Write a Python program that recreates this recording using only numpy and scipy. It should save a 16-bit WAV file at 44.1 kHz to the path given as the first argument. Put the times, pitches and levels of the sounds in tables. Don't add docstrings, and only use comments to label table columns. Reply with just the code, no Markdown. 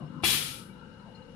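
import sys
import numpy as np
from scipy import signal
from scipy.fft import rfft, irfft
from scipy.io import wavfile

SR = 44100
rng = np.random.default_rng(int(sys.argv[2]) if len(sys.argv) > 2 else 0)


def natural_amplitude(level_db):
    exponent = np.asarray(level_db, float) / 20
    return 10 ** exponent


def wav_out(sig):
    wavfile.write(sys.argv[1], SR, np.round(np.clip(np.atleast_2d(sig).T, -1, 1) * 32767).astype(np.int16))


N = 59535
WHINE_HZ = 2868


def rms_one(x):
    return x / np.sqrt(np.mean(x ** 2) + 1e-20)


def at_hz(points, hz):
    p = np.array(points)
    return np.interp(np.log(hz + 1), np.log(p[:, 0]), p[:, 1])


def drift(rate_hz):
    hop = 40
    r = np.exp(-2 * hop * np.pi * rate_hz / SR)
    white = rng.standard_normal(N // hop + 2002)
    slow = signal.lfilter([1], [1, -2 * r, r * r], white)[2000:]
    return np.interp(np.arange(N) / hop, np.arange(len(slow)), rms_one(slow))


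def pair():
    # f/Hz, correlation/1
    likeness = [(60, 0.89), (150, 0.96), (290, 0.7), (640, 0.71), (1400, 0.018)]
    mid, side = rfft(rng.standard_normal((2, N)))
    alike = np.clip(at_hz(likeness, np.arange(len(mid)) * SR / N), 0, 1)
    return irfft(np.sqrt(1 + alike) * mid + np.sqrt(1 - alike) * side * [[1], [-1]], N)


def narrow(hz, width_hz):
    r = np.exp(-np.pi * width_hz / SR)
    poles = [1, -2 * r * np.cos(2 * np.pi * hz / SR), r * r]
    once = signal.lfilter([1], poles, pair())
    return rms_one(signal.lfilter([1, 0, -1], poles, once))


def struck(at_s, modes, touch_s):
    t = np.maximum(np.arange(N) / SR - at_s, 0)
    ring = 0
    for hz, db, t60 in modes:
        phase = rng.uniform(0, 1, (2, 1)) * hz / 400
        ring = ring + natural_amplitude(db - 60 * t / t60) * np.sin(2 * np.pi * hz * t + phase)
    return np.clip(t / touch_s, 0, 1) * ring


def banded(spectrum, patchy_db, rate_hz, level_db=lambda hz: 0):
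    edges = 22 * 2 ** np.arange(0, 9.8, 1 / 3)
    whites = [pair(), pair()]
    shaped, steady = 0, 0
    for k, (lo, hi) in enumerate(zip(edges, edges[1:])):
        centre = np.sqrt(lo * hi)
        sos = signal.butter(2, [lo, hi], "band", fs=SR, output="sos")
        band = signal.sosfilt(sos, whites[k % 2])
        band = band * natural_amplitude(at_hz(spectrum, centre) + patchy_db * drift(rate_hz))
        shaped = shaped + band * natural_amplitude(level_db(centre))
        steady = steady + band
    return shaped / np.sqrt(np.mean(steady ** 2))


def jet():
    # f/Hz, density level/dB
    jet_colour = [(100, -36), (300, -4), (600, -12.5), (800, -8.5), (2050, -3.5), (3400, 2), (6500, -11),
                  (15800, -11)]
    # f/Hz, bandwidth/Hz, level/dB
    whistles = [(2387, 120, -37), (3120, 150, -55.5), (3900, 150, -39.5), (4953, 33, -44.5)]
    # t/s, level/dB
    air_flow = [
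        (0.224, -35),
        (.239, -1.5),
        (.29, -2),
        (.35, -4),
        (0.419, -11),
        (0.521, -19),
        (.6, -29.5),
        (0.699, -49),
        (.8, -75),
    ]
    # f/Hz, share/1
    flow_share = [(500, 1.52), (3000, 0.95), (5000, 0.92), (7000, 0.96), (10300, 0.83), (15000, 1.5)]
    hiss_db, rough_db, treble_lag_s = -24, 1, .006
    t = np.arange(N) / SR
    flow_s, flow_db = np.transpose(air_flow)

    def level_db(hz):
        lag_s = treble_lag_s * np.clip(hz / 6000, 0, 1) ** 2
        return at_hz(flow_share, hz) * np.interp(t - lag_s, flow_s, flow_db)

    air = natural_amplitude(hiss_db) * banded(jet_colour, rough_db, 46.0, level_db)
    for hz, width_hz, db in whistles:
        air = air + natural_amplitude(db + level_db(hz)) * narrow(hz, width_hz)
    return (t > flow_s[0]) * air


def valve():
    # f/Hz, level/dB, t60/s
    body_modes = [(144, -39.5, .06), (330, -25, 0.042), (740, -32, 0.063), (810, -21, 0.032),
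                  (1032, -24.5, 0.027), (1263, -33, 0.086)]
    cover_hz = [2347, 2456, 2690, 2847, 3361, 3948]
    # level/dB, t60/s
    cover_ring = [(-16.5, 0.078), (-28.5, .14), (-20.5, .08), (-24, 0.18), (-21.5, 0.35), (-55, 0.033)]
    thump_db, thump_hz, thump_s = -32, 108, .2345
    angle = np.maximum(np.arange(N) / SR - thump_s, 0) * 2 * np.pi * thump_hz
    thump = natural_amplitude(thump_db) * 3 * np.sin(angle) * np.exp(-angle / 2.5)
    body = struck(thump_s + .001, body_modes, 0.00091)
    cover_modes = [(hz, *ring) for hz, ring in zip(cover_hz, cover_ring)]
    return thump + body + struck(thump_s, cover_modes, .014)


def tinks():
    # t/s, f/Hz, level/dB, t60/s
    touches = [(.555, 2330, -54, 0.098), (.695, 2300, -51, 0.092), (0.729, 3900, -56.5, 0.099),
               (0.791, 3370, -64.5, 0.091), (.79, 4100, -56.5, 0.053), (.87, 3760, -65, .06),
               (.935, 4150, -61, .07), (.99, 4180, -60, 0.11), (1.0, 2200, -58, 0.081),
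               (1.11, 3900, -61, 0.075), (1.147, 4269, -45, 0.094), (1.15, 4940, -60, .08),
               (1.15, 5300, -63, .07), (1.156, 7000, -68, .06), (1.19, 4260, -65, 0.075),
               (1.22, 4060, -53.5, .06), (1.25, 4330, -58.5, .07)]
    touch_s, pan_db = .008, 7
    ringing = sum(struck(s, [(hz, db, t60)], touch_s) for s, hz, db, t60 in touches)
    return ringing * natural_amplitude(np.array([[0], [-pan_db]]))


def room(x):
    # f/Hz, t60/s
    room_decay = [(100, 1), (800, 0.28), (3000, 0.21), (15000, 0.27)]
    room_db, gap_s = -4, 0.0013
    t = np.arange(N) / SR
    edges = 40 * 2. ** np.arange(9.1) * .9
    white, tail = pair(), 0
    for lo, hi in zip(edges, edges[1:]):
        band = signal.sosfilt(signal.butter(2, [lo, hi], "band", fs=SR, output="sos"), white)
        tail = tail + band * natural_amplitude(-60 * t / at_hz(room_decay, np.sqrt(lo * hi)))
    tail = tail * np.clip(t / gap_s - 1, 0, 1) / np.sqrt(np.sum(tail ** 2) / 2)
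    return natural_amplitude(room_db) * signal.fftconvolve(x, tail, axes=1)[:, :N]


def drive():
    # t/s, level/dB
    run_down = [
        (0, -37),
        (.09, -40.5),
        (.2, -37.5),
        (.36, -41),
        (.5, -46),
        (.62, -54),
        (1.35, -88.5),
    ]
    # f/Hz, bandwidth/Hz, level/dB
    drive_bands = [(149.5, 31.4, -5.2), (248.4, 100, -7.5)]
    drone = sum(natural_amplitude(db) * narrow(hz, width_hz) for hz, width_hz, db in drive_bands)
    return natural_amplitude(np.interp(np.arange(N) / SR, *np.transpose(run_down))) * drone


def hum():
    # f/Hz, density level/dB
    hum_colour = [(25, -12.5), (60, -12.5), (184, -0.5), (333, -14), (700, -24.5), (1900, -28),
                  (4200, -34.5), (15800, -65)]
    # f/Hz, bandwidth/Hz, level/dB, left over right/dB
    motor_bands = [(191.5, 58, -53.5, -2), (512.5, 119, -58.5, -3.2), (890.5, 120, -63, 1),
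                   (1324.5, 168, -70.5, 9.5), (1532.5, 84, -66.5, 5.5), (1602, 30, -98, -34.5),
                   (WHINE_HZ, 110, -64, 27), (4260, 78, -89, 28), (5266, 64, -96.5, -14),
                   (3898.5, 400.5, -77.5, 11)]
    hum_db, patchy_db = -51.5, 1.1
    rumble = natural_amplitude(hum_db) * banded(hum_colour, patchy_db, 3.5)
    for hz, width_hz, db, pan_db in motor_bands:
        motor = natural_amplitude(db + 1.4 * drift(4.0)) * narrow(hz, width_hz)
        rumble += motor * natural_amplitude(np.array([[0], [-pan_db]]))
    return rumble


def swells():
    # t/s, length/s, f/Hz, bandwidth/Hz, level/dB
    passing = [(0.0067, 0.056, 670, 200, -50), (0.014, 0.054, 1090, 360, -54),
               (.16, 0.046, 1320, 230, -51.5), (0.2, 0.089, 1040, 92, -55), (.04, 0.046, 5300, 35, -76),
               (0.51, 0.17, 1340, 140, -52.5), (1.2, 0.056, 1275, 66, -63.5), (0.507, 0.013, 180, 22, -54),
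               (1.044, 0.043, 4800, 84, -79.5), (0.626, 0.11, 367, 140, -58),
               (0.853, 0.1, 1403, 150, -55.5), (.78, 0.048, 943, 140, -57.5), (1.05, .05, 973, 140, -60),
               (1.09, 0.026, 596, 180, -50.5), (1.012, 0.064, 1335, 150, -57.5),
               (1.3, 0.058, 483, 80, -57.5)]
    t, distant = np.arange(N) / SR, 0
    for s, length_s, hz, width_hz, db in passing:
        swell = np.exp(-((t - s) / length_s) ** 2)
        distant = distant + natural_amplitude(db) * swell * narrow(hz, width_hz)
    return distant


def scene():
    rumble_cut = signal.butter(4, 55, "high", fs=SR, output="sos")
    burst = signal.sosfilt(rumble_cut, jet() + valve() + tinks())
    return burst + room(burst) + hum() + drive() + swells()


def band_limit(x):
    return signal.sosfilt(signal.butter(12, 16000, fs=SR, output="sos"), x)


def record(dry):
    # f/Hz, width/octave, level/dB
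    left_port = [(620, .15, -8.5), (10040, .25, 8.5)]
    # f/Hz, level/dB
    mic_gap = [(60, 2), (400, 12), (1960, 10), (3200, 10.5), (5500, 5), (8600, 2), (9800, 21.5),
               (15000, 39)]
    hiss_db, ceiling, cutoff_hz = -92, .6, 15600
    hz = np.arange(N // 2 + 1) * SR / N
    port = sum(db * np.exp(-(np.log2((hz + 1) / centre) / octaves) ** 2) for centre, octaves, db in left_port)
    right = port * (hz > 5000) - at_hz(mic_gap, hz)
    x = irfft(rfft(dry) * natural_amplitude(np.array([port, right]) + 3), N)
    x = x + natural_amplitude(hiss_db) * rng.standard_normal(x.shape)
    x = ceiling * np.tanh(x / ceiling)
    x = signal.sosfilt(signal.ellip(12, .5, 70, cutoff_hz, fs=SR, output="sos"), x)
    return band_limit(x)


dry = scene()
out = record(dry)
wav_out(out)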